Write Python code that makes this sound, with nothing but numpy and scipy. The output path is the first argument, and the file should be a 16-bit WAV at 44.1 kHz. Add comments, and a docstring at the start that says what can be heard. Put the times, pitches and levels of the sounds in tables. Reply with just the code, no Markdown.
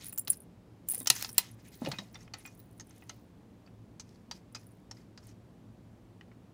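"""Little metal tags clink brightly over claw ticks, soft paw thuds and whispers of fur; a quiet room hums behind.
A cat moves on a window sill with a phone held near it. Each tag rings as a few decaying sine modes behind a
noise crack, and loose tags shiver as sparse touches through resonances. Claws snap noise through the sill's
resonances, pads swing a sagging low tone, and fur is banded noise and tiny slips. Room noise and an echo surround it."""
import sys
import numpy as np
from scipy import signal
from scipy.fft import rfft, irfft, next_fast_len
from scipy.io import wavfile

SR = 44100
rng = np.random.default_rng(int(sys.argv[2]) if len(sys.argv) > 2 else 0)


def wrap_up_sound(samples):
    """Save the sound to the file named by the first command line argument, as 16-bit audio."""
    columns = np.atleast_2d(samples).T
    # keep every value between -1 and 1, then stretch to whole-number steps
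    tamed = np.clip(columns, -1, 1)
    steps = np.round(tamed * 32767).astype(np.int16)
    wavfile.write(sys.argv[1], SR, steps)


N = 287973
T = np.arange(N) / SR  # time [s]

# ring modes of the main and top tags, before each blow's scatter: (pitch [Hz], level [dB], t60 [s])
MAIN_TAG_MODES = [(9610, -6.5, 0.011), (9740, -5.5, 0.078), (10400, -11, 0.027), (10500, -12.5, .02),
                  (11730, -12.5, 0.018), (13500, -12, 0.0095), (13100, -13.5, .02)]
TOP_TAG_MODES = [(15350, -6, 0.04), (15128, -4, .065)]


def undb(db):
    """Gain of a level in dB."""
    return 10 ** (np.asarray(db) / 20)


def unit(x):
    """Scaled to rms 1."""
    return x / np.sqrt(np.mean(x ** 2))


def band(x, hz, width):
    """Resonance of gain 1 at its centre, with its width in Hz."""
    return signal.lfilter(*signal.iirpeak(hz, hz / width, SR), x)


def steep(x, lo_hz, hi_hz):
    """Band-pass with steep skirts."""
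    sos = signal.butter(3, [lo_hz, min(hi_hz, .45 * SR)], "bandpass", fs=SR, output="sos")
    return signal.sosfilt(sos, x)


def coloured(x, points):
    """Spectrum shaped to (Hz, dB) points, joined along log frequency, rms 1."""
    hz, db = np.transpose(points)
    n = next_fast_len(len(x))
    f = np.arange(n // 2 + 1) * SR / n + 1  # 1 Hz up, to keep the logarithm finite
    shape = undb(np.interp(np.log(f), np.log(hz), db, -90, -90))
    return unit(irfft(rfft(x, n) * shape, n)[:len(x)])


def fading(t, t60):
    """Exponential decay of 60 dB in t60 s, never quicker than 4 ms."""
    return np.exp(-np.log(1000) * t / max(t60, .004))


def swell(strokes, rise):
    """Gain of summed bell-shaped strokes; a share of each length rises, the rest falls."""
    power = 0
    for s, db, length in strokes:
        side = max(length, .01) * np.where(T < s, rise, 1 - rise)
        power = power + undb(2 * db) * np.exp(-((T - s) / side) ** 2)
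    return np.sqrt(power)


def grains(per_s, spread_db):
    """Random tiny contacts as single-sample clicks, a few much stronger than the rest; rms 1."""
    chance, strength, sign = rng.random((N, 3)).T
    hits = chance < per_s / SR
    return unit(hits * undb(-spread_db * np.log(1 - strength)) * np.sign(sign - .5))


def add(out, s, sound):
    """Mixes a short sound in at time s."""
    i = int(s * SR)
    out[i:i + len(sound)] += sound[:N - i]


def room_tone():
    """Dull air noise, with narrow noise bands as the wavering hum of the house."""
    # spectrum of the air noise: (frequency [Hz], relative level [dB per Hz])
    air_colour = [(12, -62), (20, -44.5), (43, -9.5), (81, -6.5), (93, -8), (113, 1.5), (141, -13),
                  (234, -7), (262, -8.5), (292, -8.5), (387, -14.5), (511, -17.5), (1030, -26.5),
                  (1360, -32), (15900, -51)]
    # humming bands: (centre [Hz], width [Hz], rms level [dB])
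    hum_bands = [(109.9, 7.7, -61.5), (177.6, 20, -62.5), (229, 25, -66.5)]
    air_db = -57.5  # rms
    hum = sum(undb(db) * unit(band(rng.standard_normal(N), hz, width)) for hz, width, db in hum_bands)
    return undb(air_db) * coloured(rng.standard_normal(N), air_colour) + hum


def brush():
    """Hair-size slips and a swish catch and let go band by band, lifted around each stroke's own centre."""
    # strokes of fur and paw along the frame: (peak time [s], level [dB], length [s], centre [Hz])
    strokes = [(0.033, -53.5, 0.067, 3970), (0.331, -53.5, 0.015, 5000), (0.931, -55, 0.072, 5000),
               (1.126, -49, 0.043, 5800), (1.175, -45, .05, 5800), (1.202, -51.5, 0.022, 3920),
               (1.236, -48, 0.054, 4760), (1.412, -53.5, 0.098, 3400), (1.598, -67, 0.029, 5000),
               (1.66, -60.5, 0.034, 2500), (1.735, -59, 0.03, 3500), (1.869, -55.5, 0.13, 3900),
               (2.02, -64, 0.082, 4500), (2.15, -60.5, 0.025, 1970), (2.212, -60.5, 0.047, 5200),
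               (2.387, -61.5, 0.04, 2190), (2.412, -71, 0.025, 5700), (2.47, -66.5, 0.081, 5800),
               (2.93, -70, 0.13, 3380), (3.117, -68.5, 0.082, 4500), (4.1, -72, .11, 5000),
               (4.359, -63.5, 0.043, 4990), (4.593, -67.5, 0.058, 4790), (4.978, -67.5, 0.061, 4960),
               (5.248, -68.5, 0.074, 5530), (5.296, -68.5, 0.038, 5500)]
    # tone common to all strokes: (frequency [Hz], relative level [dB])
    fur_colour = [(400, -26.5), (900, -13), (2000, -4), (3500, -14.5), (5400, -13.5), (6600, -11.5),
                  (7800, -22.5), (13000, -26.5), (15800, -33)]
    rise = .37  # share of a stroke's length spent rising
    catch_db = 4.5  # unevenness of the grip
    focus_db, focus_octaves = 9, .22  # lift and reach of a stroke's centre
    out, (colour_hz, colour_db) = np.zeros(N), np.transpose(fur_colour)
    slips = grains(1500., 2.8)
    for s, db, length, centre_hz in strokes:
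        i = slice(max(int((s - 2 * length) * SR), 0), int((s + 3 * length) * SR))
        t, rub = T[i], 0
        knots = t[::SR // 160]  # the grip changes 160 times a second
        for hz in 500 * 2 ** np.arange(0, 5, 1 / 3):  # third-octave steps
            grip_db = catch_db * np.interp(t, knots, rng.standard_normal(len(knots)))
            near_db = focus_db * np.exp(-(np.log2(hz / centre_hz) / focus_octaves) ** 2)
            tone_db = np.interp(np.log(hz), np.log(colour_hz), colour_db)
            # shifting the slips gives each band its own contacts
            friction = .65 * np.roll(slips, int(hz))[i] + .75 * rng.standard_normal(len(t))
            rub = rub + undb(tone_db + near_db + grip_db) * band(friction, hz, hz / 5) * np.sqrt(hz)
        side = length * np.where(t < s, rise, 1 - rise)
        out[i] += undb(db) * unit(rub) * np.exp(-.5 * ((t - s) / side) ** 2)
    return out


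def ring(modes, scatter_db=4.5):
    """One blow excites each mode differently; the ring dies fast in contact, then flutters until caught."""
    detune = .004  # spread of a mode's pitch from blow to blow, as a share
    held_s, held_db = .018, -14  # typical time until fur or another tag catches the ring, and its drop
    t = T[:SR // 5]
    luck = rng.standard_normal((len(modes), 2))
    free = .7 + .5 * rng.random()  # this blow's share of the nominal decay times
    tone = 0
    for (hz, db, t60), (level_luck, pitch_luck) in zip(modes, luck):
        sine = np.sin(2 * np.pi * hz * (1 + detune * pitch_luck) * t)
        tone = tone + undb(db + scatter_db * level_luck) * sine * fading(t, t60 * free)
    knots = t[::SR // 250]
    flutter = undb(1.8 * np.interp(t, knots, rng.standard_normal(len(knots))))
    caught_s = held_s * (.4 + 1.2 * rng.random())
    held = undb(held_db * np.clip((t - caught_s) / .003, 0, 1))
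    onset = np.minimum(t / 0.00068, 1)
    return held * tone * onset * (0.38 * flutter + 1.1 * fading(t, 0.027))


def clinks():
    """Tags strike: a bright crack with a weaker tail of rebounds, a dull tap on the collar, and three rings."""
    # tag against tag: (time [s], level [dB], kind of blow)
    strikes = [(0.0364, -37, "edge"), (0.044, -34, "both"), (0.057, -35, "main"), (0.066, -30.5, "main"),
               (.075, -36, "edge"), (.083, -35, "top"), (0.0937, -37, "main"), (0.125, -30.5, "top"),
               (0.1295, -29, "both"), (.138, -33, "edge"), (.146, -42.5, "top"), (0.16, -33.5, "edge"),
               (0.177, -19.5, "edge"), (.183, -27, "low"), (0.192, -27.5, "low"), (0.195, -23.5, "main"),
               (.212, -44, "low"), (0.219, -45.5, "low"), (0.249, -36.5, "edge"), (0.279, -24, "both"),
               (0.2967, -29.5, "main"), (0.3014, -11.5, "main"), (.3037, -23, "low"), (.319, -23.5, "both"),
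               (0.3311, -29, "main"), (0.3707, -40.5, "main"), (.403, -38.5, "main"), (0.419, -49, "main"),
               (0.434, -59, "main"), (.878, -42, "edge"), (0.8862, -20.5, "top"), (0.8884, -14, "edge"),
               (.899, -21, "main"), (0.907, -24.5, "main"), (0.914, -23.5, "main"), (0.9195, -18, "top"),
               (.925, -24.5, "edge"), (0.936, -27, "both"), (0.9462, -16, "edge"), (0.953, -26, "main"),
               (0.9624, -32.5, "both"), (0.9795, -25, "main"), (0.989, -27.5, "both"),
               (0.996, -29.5, "edge"), (1, -33, "edge"), (1.0177, -33, "main"), (1.029, -30, "edge"),
               (1.048, -38.5, "both"), (1.06, -38, "edge"), (1.0715, -17, "both"), (1.1001, -2.5, "edge"),
               (1.1527, -31.5, "main"), (1.291, -36, "top"), (1.318, -40, "edge"), (1.3294, -29, "edge"),
               (1.345, -37.5, "edge"), (1.3804, -3, "low"), (1.514, -45, "main"), (1.6848, -49, "main"),
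               (1.753, -44, "top"), (1.774, -44, "top"), (1.888, -35.5, "both"), (2.077, -60, "top"),
               (2.128, -52.5, "top"), (2.385, -45.5, "main"), (2.395, -49, "main"), (2.4603, -40.5, "low"),
               (2.549, -49, "both"), (2.6, -46, "top"), (2.8699, -51, "both"), (2.895, -51, "main"),
               (2.9603, -55.5, "main"), (2.9832, -62, "main"), (3.1413, -63, "main"), (4.525, -51, "both"),
               (4.5962, -61, "main"), (4.668, -46.5, "main"), (4.716, -60.5, "main"),
               (5.2695, -43.5, "edge")]
    # how strongly each tag rings, by kind of blow: (main tag [dB], top tag [dB], low tag [dB])
    blow_levels = {"main": (-3, -24, -34.5), "top": (-17.5, -6, -28), "low": (-21, -5, -10.5),
                   "both": (-10.5, -14, -25.5), "edge": (-18, -23.5, -27)}
    # ring mode of the low tag, before each blow's scatter: (pitch [Hz], level [dB], t60 [s])
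    low_tag_modes = [(7530, 0.0013, 0.046)]
    out, t = np.zeros(N), T[:SR // 5]
    for s, db, kind in strikes:
        main_db, top_db, low_db = blow_levels[kind]
        burst = rng.standard_normal(len(t)) * (fading(t, 0.011) + undb(-16.5) * fading(t, 0.089))
        bright = steep(burst, 8500., 14000.) + 2.4 * band(burst, 9700., 920.0)
        crack = bright + undb(-23.5) * steep(burst, 700., 8700.0)  # the dull collar tap
        tags = undb(main_db) * ring(MAIN_TAG_MODES) + undb(top_db) * ring(TOP_TAG_MODES)
        tags = tags + undb(low_db) * ring(low_tag_modes)
        add(out, s, undb(db) * (tags + undb(-6.5) * crack / np.abs(crack).max()))
    return out


def shiver():
    """Loose tags touch faintly: sparse contacts excite modes damped by fur, among tiny bright noise ticks."""
    # tags shivering against each other: (peak time [s], level [dB], length [s])
    shakes = [(.07, -53, 0.039), (.2, -43, 0.014), (.32, -56, 0.057), (.42, -67, 0.029), (.97, -51.5, 0.13),
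              (1.15, -44.5, 0.15), (1.33, -59.5, 0.043), (1.53, -67, 0.042), (1.76, -62.5, 0.2),
              (1.9, -67.5, 0.079), (2.14, -75, 0.072), (2.42, -73.5, 0.13), (2.58, -70, 0.14),
              (2.75, -73, 0.072), (2.95, -70.5, 0.25), (3.15, -77, 0.14), (4.65, -72.5, .15),
              (5.27, -83, 0.11)]
    gain, out = swell(shakes, .35), 0
    for modes, tag_db in (MAIN_TAG_MODES, -20), (TOP_TAG_MODES, -22):
        touch = grains(60., 3.5) * gain
        # wide resonances: much shorter rings than after a free blow
        rings = sum(undb(db) * band(touch, hz, 10. / t60) * np.sqrt(t60 * SR) for hz, db, t60 in modes)
        out = out + undb(tag_db) * rings
    t = T[:SR // 50]
    burst = rng.standard_normal(len(t)) * fading(t, .015)
    tick = signal.fftconvolve(grains(150., 2) * gain, burst)[:N]
    return out + undb(-19.0) * steep(tick, 8800., 14000.0)


def ticks():
    """A claw snaps on the sill: an uneven noisy burst, a brief pitch, a low knock and the frame's short ring."""
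    # claw on the sill: (time [s], level [dB], centre [Hz], t60 [s])
    taps = [(.1266, -49, 2560, 0.016), (0.1761, -34, 6700, 0.03), (0.2737, -32.5, 3920, 0.039),
            (0.279, -33, 3940, 0.018), (.3292, -50, 6350, 0.037), (1.008, -50, 3740, 0.065),
            (1.0586, -34.5, 3650, 0.024), (1.0712, -14, 6200, 0.032), (1.1012, -3.5, 7030, 0.017),
            (1.1015, -1.5, 5696, 0.02), (1.121, -37, 5794, .025), (1.161, -30, 6060, 0.041),
            (1.21, -41, 4400, 0.046), (1.2228, -28.5, 5400, 0.023), (1.2335, -45, 5000, .03),
            (1.246, -25.5, 4100, 0.022), (1.256, -41, 4800, 0.02), (1.29, -36.5, 5600, 0.039),
            (1.3805, -13.5, 4200, 0.051), (1.8484, -34, 3740, 0.026), (1.8596, -31, 2900, 0.044),
            (1.8714, -39, 2580, 0.022), (1.9156, -26, 4360, 0.037), (1.935, -45, 2500, 0.12),
            (1.985, -31.5, 3830, 0.064), (2.1443, -44, 5640, 0.042), (2.155, -44.5, 3570, .05),
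            (2.2065, -54, 5500, .03), (2.277, -55, 2490, 0.019), (2.3366, -31.5, 4480, 0.048),
            (2.34, -44.5, 2000, 0.073), (2.4516, -42.5, 2460, 0.1), (2.474, -49, 5800, 0.046),
            (2.599, -61, 4000, 0.033), (2.7976, -36.5, 6380, 0.034), (2.807, -43, 6400, 0.043),
            (2.9074, -53.5, 6300, 0.026), (3.022, -57.5, 2570, 0.052), (3.0938, -34.5, 6200, 0.028),
            (3.097, -43.5, 2900, 0.074), (3.663, -60.5, 4580, 0.028), (3.674, -61, 2620, 0.032),
            (3.9965, -38, 6260, 0.061), (4.157, -64.5, 4500, 0.023), (4.3116, -29.5, 4730, 0.056),
            (4.5475, -33.5, 4940, 0.066), (4.5611, -47.5, 2500, 0.046), (4.9113, -34.5, 5480, 0.042),
            (4.9688, -57, 5000, .03), (5.1754, -45.5, 4762, 0.045), (5.2293, -62.5, 5500, .03),
            (5.2896, -56.5, 5500, .03), (6.2097, -50, 2980, 0.025), (6.2105, -54.5, 1910, 0.043),
            (6.315, -63, 2200, 0.043)]
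    # resonances of the sill, before each tap's scatter: (centre [Hz], width [Hz], level [dB])
    sill_modes = [(916, 93, -3.5), (1331.6, 210, -1.5), (1900, 190, -5), (2892, 240, -8.5), (4830, 28, -2),
                  (5428, 1400, -2.5), (6440, 576, -11.5), (6580, 223, -16.5)]
    # knock under a -35 dB tick at 4 kHz; weaker for bright, hard ticks
    knock_db, knock_db_per_octave, knock_db_per_db = -5, -5.5, -0.2773
    # snap width of a -35 dB tick as a share of its centre; harder ticks are broader
    snap_width, snap_width_db_per_db = 0.52, .15
    # clear pitch of a -35 dB tick as a share of its snap; harder ticks have less
    ping, woody_db_per_db = .55, -.3
    out, t = np.zeros(N), T[:SR // 8]
    for s, db, hz, t60 in taps:
        harder_db = db + 35
        low_db = knock_db + knock_db_per_octave * np.log2(hz / 4000) + knock_db_per_db * harder_db
        width = hz * snap_width * undb(snap_width_db_per_db * harder_db)
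        woody = undb(woody_db_per_db * harder_db)  # soft taps ring at one pitch, hard ones splash
        # the tip skids in tiny jumps
        skid = undb(2 * np.repeat(rng.standard_normal(len(t) // 64 + 1), 64)[:len(t)])
        envelope = fading(t, t60) * np.minimum(t / 0.00064, 1) * skid
        scrape, push = rng.standard_normal((2, len(t))) * envelope
        # every spot rings its own way
        luck = rng.standard_normal((len(sill_modes), 2))
        sill = [(f * (1 + .03 * c), w, g + 3 * d) for (f, w, g), (c, d) in zip(sill_modes, luck)]
        ringing = sum(undb(g) * band(scrape, f, w) for f, w, g in sill)
        focused = band(band(ringing, hz, 3.6 * width), hz, 2.2 * width)
        snap = steep(band(scrape, hz, width) + np.sqrt(woody) * focused, 1200.0, 8000.)
        snap = snap + undb(-26) * scrape / woody  # unfiltered splash
        knock = 0.66 * push + sum(undb(g) * band(push, f, w) for f, w, g in sill)
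        knock = steep(knock, 450., 2400.0)
        tone = ping * woody * np.sin(2 * np.pi * hz * t) * fading(t, t60) * np.minimum(t / .001, 1)
        sound = tone + snap / np.abs(snap).max() + undb(low_db) * knock / np.abs(knock).max()
        add(out, s, undb(db) * sound)
    return out


def thuds():
    """A soft pad pushes the sill, which swings as a decaying sine and rumbles."""
    # paw pad landing: (time [s], level [dB], settled pitch [Hz])
    landings = [(0.281, -44.5, 125), (.935, -38, 666), (0.974, -40.5, 447), (1.007, -37, 249),
                (1.103, -41, 422.7), (1.104, -37.5, 127.8), (1.381, -40, 403), (1.382, -29, 896),
                (1.818, -37, 650), (1.817, -26, 224), (1.841, -32.5, 168), (1.862, -30, 520),
                (1.869, -26, 285), (1.8715, -21, 503), (1.881, -28.5, 135), (1.929, -36, 166.5),
                (1.987, -35, 178), (2.017, -40, 181)]
    t60_at_200_hz, t60_power = 0.087, 0.97  # [s]; higher thuds die sooner
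    sag, sag_s = 0.2, 0.0087  # the pitch starts this share high and settles with this time constant
    out, t = np.zeros(N), T[:SR // 4]
    for s, db, hz in landings:
        t60 = t60_at_200_hz * (200 / hz) ** t60_power
        rumble = unit(steep(rng.standard_normal(len(t)), 150.0, 800.)) * fading(t, 1.7 * t60)
        swing = np.sin(2 * np.pi * hz * (t + sag * sag_s * (1 - np.exp(-t / sag_s))))
        envelope = fading(t, t60) * np.minimum(t / 0.0044, 1)
        add(out, s, undb(db) * (swing + undb(-6.5) * rumble) * envelope)
    return out


def echo(x):
    """Small furnished room: a dense decaying noise tail; curtains and carpet swallow the treble."""
    room_t60_s, room_db = 0.13, -17
    t = T[:SR // 2]
    tail = rng.standard_normal(len(t)) * fading(t, room_t60_s) * np.clip(t / 0.00095, 0, 1)
    tail = signal.sosfilt(signal.butter(2, 5000., fs=SR, output="sos"), tail)
    tail = tail / np.sqrt(np.sum(tail ** 2))  # unit energy
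    return signal.fftconvolve(x, tail)[:N] * undb(room_db)


def scene():
    """The cat, its echo and the room."""
    cat = brush() + clinks() + shiver() + ticks() + thuds()
    return (cat + echo(cat) + room_tone())[None]


def record(dry):
    """The phone rounds the loudest peaks, droops at the very top and then cuts off."""
    rounded = np.tanh(dry)
    droop = signal.sosfilt(signal.butter(16, 15800, fs=SR, output="sos"), rounded)
    return signal.sosfilt(signal.ellip(10, .2, 80, 16500, fs=SR, output="sos"), droop)


dry = scene()
out = record(dry)
wrap_up_sound(out)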